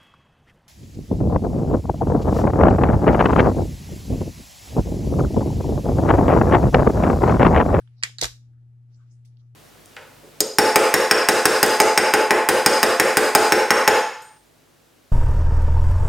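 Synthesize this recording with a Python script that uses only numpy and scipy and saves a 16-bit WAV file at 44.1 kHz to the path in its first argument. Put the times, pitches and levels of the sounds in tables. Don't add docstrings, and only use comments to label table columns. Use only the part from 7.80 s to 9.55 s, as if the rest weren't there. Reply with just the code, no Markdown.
import sys
import numpy as np
from scipy import signal
from scipy.fft import rfft, irfft, next_fast_len
from scipy.io import wavfile
from scipy.ndimage import map_coordinates

SR = 44100
rng = np.random.default_rng(int(sys.argv[2]) if len(sys.argv) > 2 else 0)


def gain_from_decibels(decibels):
    exponent = np.asarray(decibels, float) / 20
    return 10 ** exponent


def bounce(signal):
    frames = np.transpose(np.atleast_2d(signal))
    limited = np.clip(frames, -1, 1)
    pcm = np.round(limited * 32767).astype(np.int16)
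    wavfile.write(sys.argv[1], SR, pcm)


N = 77175
TIME = np.arange(N) / SR
SIDE = np.array([[.5], [-.5]])


def along(points, hz):
    f, value = np.transpose(points)
    return np.interp(np.log(hz + 1), np.log(f + 1), value)


def unit(x):
    return x / np.sqrt(np.mean(x ** 2) + 1e-20)


def filtered(x, response):
    m = next_fast_len(N + 8192)
    return irfft(rfft(x, m) * response(np.fft.rfftfreq(m, 1 / SR)), m)[..., :N]


def band(hz, octaves):
    return lambda f: 1 / (1 + (np.log2((f + 1) / hz) / octaves) ** 6)


def noise():
    return rng.standard_normal((2, N))


def wobble(rate):
    points = rng.standard_normal(int(N * rate / SR) + 4)
    return map_coordinates(points, [np.arange(N) * rate / SR])


def add(out, s, x):
    i = round(s * SR)
    out[..., i:i + x.shape[-1]] += x


def strikes(events, modes, attack_s, scatter_db, crack_db, apart):
    focus_db, crack_t60 = 4.5, .0084
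    out = np.zeros((2, N + SR))
    t = np.arange(SR // 10) / SR
    hz, level_db, t60 = np.transpose(modes)[..., None]
    turns = np.pi * np.arange(len(modes))[:, None]
    for s, db, pan_db, best_hz in events:
        focus = lambda f: gain_from_decibels(-focus_db * np.log2((f + 1) / best_hz) ** 2)
        level_luck, port_luck = rng.standard_normal((2, 2, len(modes), 1))
        phase_luck, pitch_luck = rng.standard_normal((2, len(modes), 1))
        phase = turns + .57 * phase_luck + apart * port_luck * hz / 4000
        tone = np.sin(2 * np.pi * hz * (1 + .015 * pitch_luck) * t + phase)
        ring = focus(hz) * gain_from_decibels(level_db + scatter_db * level_luck - 60 * t / t60) * tone
        grit = rfft(rng.standard_normal((2, len(t)))) * focus(np.fft.rfftfreq(len(t), 1 / SR))
        crack = gain_from_decibels(crack_db - 60 * t / crack_t60) * irfft(grit, len(t))
        blow = (ring.sum(1) + crack) * (1 - np.exp(-t / attack_s))
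        add(out, s, gain_from_decibels(db - 3 + pan_db * SIDE) * blow)
    return out[:, :N]


# (time [s], peak level [dB], left over right [dB], hardest ring [Hz])
SNAPS = [(.2270, -24, -3, 2980), (0.229, -33.5, -2, 4000), (0.2337, -30.5, -6.5, 4000),
         (0.2349, -6, -2.5, 4000), (0.2355, -14, 1, 4500), (.2367, -24, 3.5, 4200),
         (0.2395, -20, 3.5, 6000), (.2420, -26.5, -0.5, 2500), (0.2454, -29, 0.5, 4980),
         (0.251, -30, -1.5, 3000), (0.2519, -30.5, -3.5, 2400), (0.2553, -35, -5.5, 2297),
         (0.2603, -37, -5.5, 2800)]
# (frequency [Hz], level [dB], fade by 60 dB [s])
JAWS = [(1050, -14, .009), (1366, -8.5, 0.0097), (1680, -2.5, .006), (1930, -4, .016), (2400, -5, .012),
        (2940, -7.5, 0.004), (4000, -6.5, .005), (4560, 2.5, 0.0038), (4980, 1, 0.0028), (6000, -10, .005),
        (7100, -7, 0.0046), (7600, -5.5, .006), (8250, -8, .007), (9500, -10, .006)]
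# (frequency [Hz], level [dB])
SNAP_ALL_ROUND = [(300, -13.5), (900, -0.5), (1500, -1), (2050, 9), (2700, 6.5), (5000, 3.5), (8500, -6),
                  (14000, -17.5)]


def snap():
    low_hz, top_hz = 601.5, 13900
    jaws = strikes(SNAPS, JAWS, .00016, scatter_db=-.3, crack_db=-6.5, apart=.25)
    direct = filtered(jaws, lambda f: (f / (f - 1j * low_hz)) ** 2 / (1 + 1j * f / top_hz) ** 4)
    blows = np.zeros((2, N))
    for s, db, *_ in SNAPS:
        add(blows, s + .00072, gain_from_decibels([[db], [db]]))
    return gain_from_decibels(5.5) * direct, filtered(blows, lambda f: gain_from_decibels(10.5 + along(SNAP_ALL_ROUND, f)))


# (time [s], peak level [dB], left over right [dB], hardest ring [Hz])
CLASHES = [(.3907, -36, -8, 4800), (.3930, -38, -5, 5200), (.3952, -38, 0.5, 4300), (.4005, -41, -6, 4180),
           (.4058, -44, -0.5, 4300), (.4098, -36.5, -2.5, 4790), (.4129, -13, -2.5, 4988),
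           (.4142, -12.5, -3, 5600), (.4156, -13.5, -2.5, 5180), (.4189, -24.5, 6, 5490),
           (.4228, -29.5, -13.5, 5500), (.4250, -17, -5, 2000), (.4262, -13.5, -9.5, 3253),
           (.4296, -23, -17.5, 4407), (.4311, -21, -5.5, 4000), (.4338, -15.5, 3, 4825),
           (.4355, -20, 15.5, 5500), (.4381, -21.5, -6, 5200), (.4414, -17, -8.5, 4000),
           (.4428, -17, -1, 5500), (.4440, -13.5, -3.5, 2200), (.4456, -31.5, -1.5, 4500),
           (.4479, -23.5, -2, 5250), (.4515, -32.5, -4, 4500), (.4540, -19, -6.5, 4600),
           (.4560, -22, 2, 6000), (.4600, -26.5, -1.5, 3970), (.4660, -33, -3, 4600),
           (.4686, -31.5, -4.5, 4200)]
# (frequency [Hz], level [dB], fade by 60 dB [s])
PARTS = [(1451, -4.5, 0.0036), (2035, -7, 0.0074), (2845, -7, 0.0031), (3610, -2, 0.0051),
         (3965, -2.5, 0.0075), (4500, -1.5, 0.0078), (5206, -1.5, 0.0058), (5880, -4, 0.0063),
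         (6730, -6, 0.0038), (7475, -10, 0.0043), (8430, -12, 0.0041), (9430, -14.5, 0.0062),
         (11340, -15, 0.0064), (12860, -9.5, 0.01)]


def clashes():
    return strikes(CLASHES, PARTS, .00028, scatter_db=2, crack_db=1.5, apart=1.1)


# (time [s], peak level [dB], left over right [dB], hardest ring [Hz])
PINGS = [
    (.3847, -22, -6, 4600),
    (.3858, -26, -2, 4600),
    (.3907, -27, -15.5, 2600),
]
# (frequency [Hz], level [dB], fade by 60 dB [s])
PIVOT = [(1570, -15.5, .02), (1930, -22.5, .012), (4000, -1, 0.0092), (4600, 4, 0.0055), (6900, -8.5, .005)]


def pings():
    return strikes(PINGS, PIVOT, .000075, scatter_db=1.5, crack_db=-17.5, apart=.36)


# (time [s], level [dB])
RATTLE = [
    (0.385, -54.5),
    (0.407, -68),
    (0.413, -41.5),
    (0.423, -48),
    (0.433, -35),
    (0.448, -35),
    (0.456, -38.5),
    (0.468, -48.5),
    (0.5, -65.5),
]


def rattle():
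    hits_per_s, spread_db = 6000, 1.5
    hits = (rng.random((2, N)) < hits_per_s / SR) * noise() * gain_from_decibels(spread_db * noise())

    def body(f):
        total = 0
        for k, (hz, db, t60) in enumerate(PARTS):
            loss = 1j * f * 8 / t60
            total = total + (-1) ** k * gain_from_decibels(db) * loss / (hz * hz - f * f + loss)
        return total

    s, db = np.transpose(RATTLE)
    return unit(filtered(hits, body)) * gain_from_decibels(np.interp(TIME, s, db, -120, -120))


# (time [s], peak level [dB], hardest ring [Hz])
THUDS = [(.4205, -39, 330), (0.423, -26, 340), (0.4247, -25, 617), (0.4272, -26.5, 503), (.4300, -27, 450),
         (0.431, -30.5, 200), (.4420, -36, 720), (0.4486, -33.5, 200), (0.457, -36, 410),
         (.2700, -50, 1000), (.2950, -54, 950)]
# (frequency [Hz], level [dB], fade by 60 dB [s])
BENCH = [(117.9, 1.5, 0.05), (250, -4, 0.016), (372, -1, 0.028), (490, 0, 0.036), (600, -7, 0.025),
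         (740, 0, 0.022), (860, -4.5, 0.026)]


def thuds():
    pan_db = -10
    jolt = (.2335, -38, 300)
    blows = [(s, db, pan_db, hz) for s, db, hz in THUDS + [jolt]]
    return strikes(blows, BENCH, .00022, scatter_db=1, crack_db=-32.5, apart=6.35)


# (time [s], level [dB])
SWAYS = [
    (0.2317, -40),
    (0.438, -20.5),
    (0.503, -35),
]


def sways():
    hz, rise_s, t60, pan_db, lead = 53.26, .016, .1, -1, 1
    out = 0
    for s, db in SWAYS:
        t = np.clip(TIME - s, 0, None)
        swing = np.sin(lead * SIDE - 2 * np.pi * hz * t)
        out = out + gain_from_decibels(db + pan_db * SIDE - 60 * t / t60) * (1 - np.exp(-t / rise_s)) * swing
    return out


# (time [s], level [dB], left over right [dB], centre [Hz])
TICKS = [
    (.0755, -55, 0, 1250),
    (.0755, -58, 0, 2700),
    (1.1470, -66, 0, 4200),
    (1.4490, -61, 0, 2900),
    (1.4560, -64, 0, 4000),
    (1.5710, -62, -6, 3900),
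]


def ticks():
    fall_s, octaves = .0015, .6
    out = 0
    for s, db, pan_db, hz in TICKS:
        burst = noise() * (TIME > s) * np.exp(-abs(TIME - s) / fall_s)
        out = out + gain_from_decibels(db + 10.5 + pan_db * SIDE) * filtered(burst, lambda f: band(hz, octaves)(f) ** 2)
    return out


# (start [s], rise [s], fall [s], level [dB], centre [Hz])
BRUSHES = [(-.02, 0.0067, 0.095, -70, 9300), (0.006, 0.012, 0.015, -70, 1500),
           (0.04, 0.05, 0.15, -82, 2400), (0.14, .05, .04, -78, 750), (0.148, 0.055, 0.061, -66, 4613),
           (0.698, .05, 0.1, -82, 1500), (1.099, .045, 0.039, -71, 5240), (1.13, 0.043, .1, -78, 6600),
           (1.14, 0.083, 0.059, -71, 1300), (1.294, 0.019, 0.054, -68, 5894),
           (1.3, .025, 0.099, -75.5, 7830), (1.447, .004, 0.068, -69.5, 5500),
           (1.447, 0.0035, .02, -74, 14270), (1.448, 0.0062, 0.05, -69.5, 9060),
           (1.448, 0.0029, 0.025, -75, 2420), (1.449, .008, .035, -70, 3800),
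           (1.575, 0.02, 0.09, -78, 5500), (1.576, .025, 0.02, -73, 3700), (1.59, 0.03, 0.049, -80, 1260)]
# (time [s], level [dB])
HANDLING = [
    (0, -74.5),
    (.15, -82.5),
    (.65, -89),
    (1.05, -100),
    (1.15, -81),
    (1.35, -84),
    (1.5, -88.5),
    (1.75, -97.5),
]


def brushes():
    rustle_db = np.interp(TIME, *np.transpose(HANDLING)) + 3.1 * wobble(28)
    out = gain_from_decibels(rustle_db) * unit(filtered(noise(), band(2500, 1.4)))
    for s, rise, fall, db, hz in BRUSHES:
        shape = np.clip((TIME - s) / rise, 0, 1) ** 1.6
        shape = shape * np.exp(-np.clip(TIME - s - rise, 0, None) / (fall / 2))
        out = out + gain_from_decibels(db + 1.8 * wobble(170)) * shape * unit(filtered(noise(), band(hz, .32)))
    return out


# (frequency [Hz], fade by 60 dB [s])
ROOM = [(200, 0.48), (600, 0.098), (1000, 0.24), (2000, 0.2), (3000, 0.24), (6000, 0.29), (13000, 0.23)]
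# (frequency [Hz], level [dB])
WALLS = [(200, -19.5), (600, -8.5), (1200, 0.5), (2200, 5.5), (5500, 1.5), (8000, -1), (13000, 6.5)]


def room(x):
    near_db, near_delay_s, near_t60 = -13.5, .001011, .05
    wall_db, wall_delay_s = -13, .0045
    hz, t, z = signal.stft(rng.standard_normal((2, SR // 2)), SR, nperseg=256)
    tail = signal.istft(z * gain_from_decibels(-60 * t / along(ROOM, hz)[:, None]), SR, nperseg=256)[1]
    near = rng.standard_normal((2, SR // 10)) * gain_from_decibels(-60 * np.arange(SR // 10) / SR / near_t60)

    def answer(echo, delay_s):
        late = np.pad(x, ((0, 0), (round(delay_s * SR), 0)))
        return signal.fftconvolve(late, echo / np.linalg.norm(echo[0]), axes=1)[:, :N]

    wet = gain_from_decibels(wall_db) * answer(tail, wall_delay_s) + gain_from_decibels(near_db) * answer(near, near_delay_s)
    return filtered(wet, lambda f: gain_from_decibels(along(WALLS, f)))


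# (frequency [Hz], level [dB])
LEFT_PORT = [(500, 5), (2000, 1.5), (4500, -1), (7000, 10), (9000, 5.5), (12000, 0), (14300, 0),
             (15200, -35.5)]
RIGHT_PORT = [(500, 6.5), (2000, 3.5), (4500, -0.5), (7000, -0.5), (8600, 0), (9600, -13.5), (13000, -14),
              (14500, -35)]


def ports(x):
    lag_s = .00025

    def response(f):
        shade = gain_from_decibels([along(LEFT_PORT, f), along(RIGHT_PORT, f)])
        return shade * np.exp(-2j * np.pi * f * lag_s * SIDE)

    return filtered(x, response)


# (frequency [Hz], rms level [dB])
HUM = [
    (60, -83.5),
    (120, -48.5),
    (240, -81.5),
    (360, -95.5),
]


def hum():
    start_s, pan_db, waver_db = .0013, 2, .3
    lead = np.array([[-.21], [0]])
    out = 0
    for hz, db in HUM:
        level = np.sqrt(2) * gain_from_decibels(db + pan_db * SIDE + waver_db * wobble(7.9))
        out = out + level * np.sin(2 * np.pi * hz * (TIME + start_s) + lead)
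    return out


# (frequency [Hz], level [dB per Hz])
RUMBLE = [(20, -12), (38, -12), (55, -7.5), (80, 2.5), (150, -7.5), (200, -12), (250, -8), (500, -25.5)]


def rumble():
    alike = .83
    a, b = filtered(noise(), lambda f: gain_from_decibels(np.where((f > 15) & (f < 900), along(RUMBLE, f), -120)))
    angle = np.arccos(alike) / 2
    middle, edge = np.cos(angle) * a, np.sin(angle) * b
    return gain_from_decibels(-69.5 + 2 * wobble(40)) * unit(np.array([middle + edge, middle - edge]))


# (frequency [Hz], level [dB per Hz])
AIR = [(400, -10.5), (600, -6.5), (800, -9), (1200, 0.5), (2600, -5.5), (5500, -12), (12500, -15),
       (14000, -43)]


def hiss():
    air = unit(filtered(noise(), lambda f: gain_from_decibels(along(AIR, f))))
    return gain_from_decibels(-84 - 1.5 * SIDE + .41 * wobble(27)) * air


def scene():
    jaws, spread = snap()
    steel = clashes() + pings() + rattle() + ticks()
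    wood = thuds() + sways()
    wet = room(spread + steel + wood)
    return ports(jaws + steel + wet) + wood + brushes() + hum() + rumble() + hiss()


def band_limit(x):
    return signal.sosfilt(signal.butter(12, 15290, fs=SR, output="sos"), x)


def record(dry):
    return band_limit(dry)


dry = scene()
out = record(dry)
bounce(out)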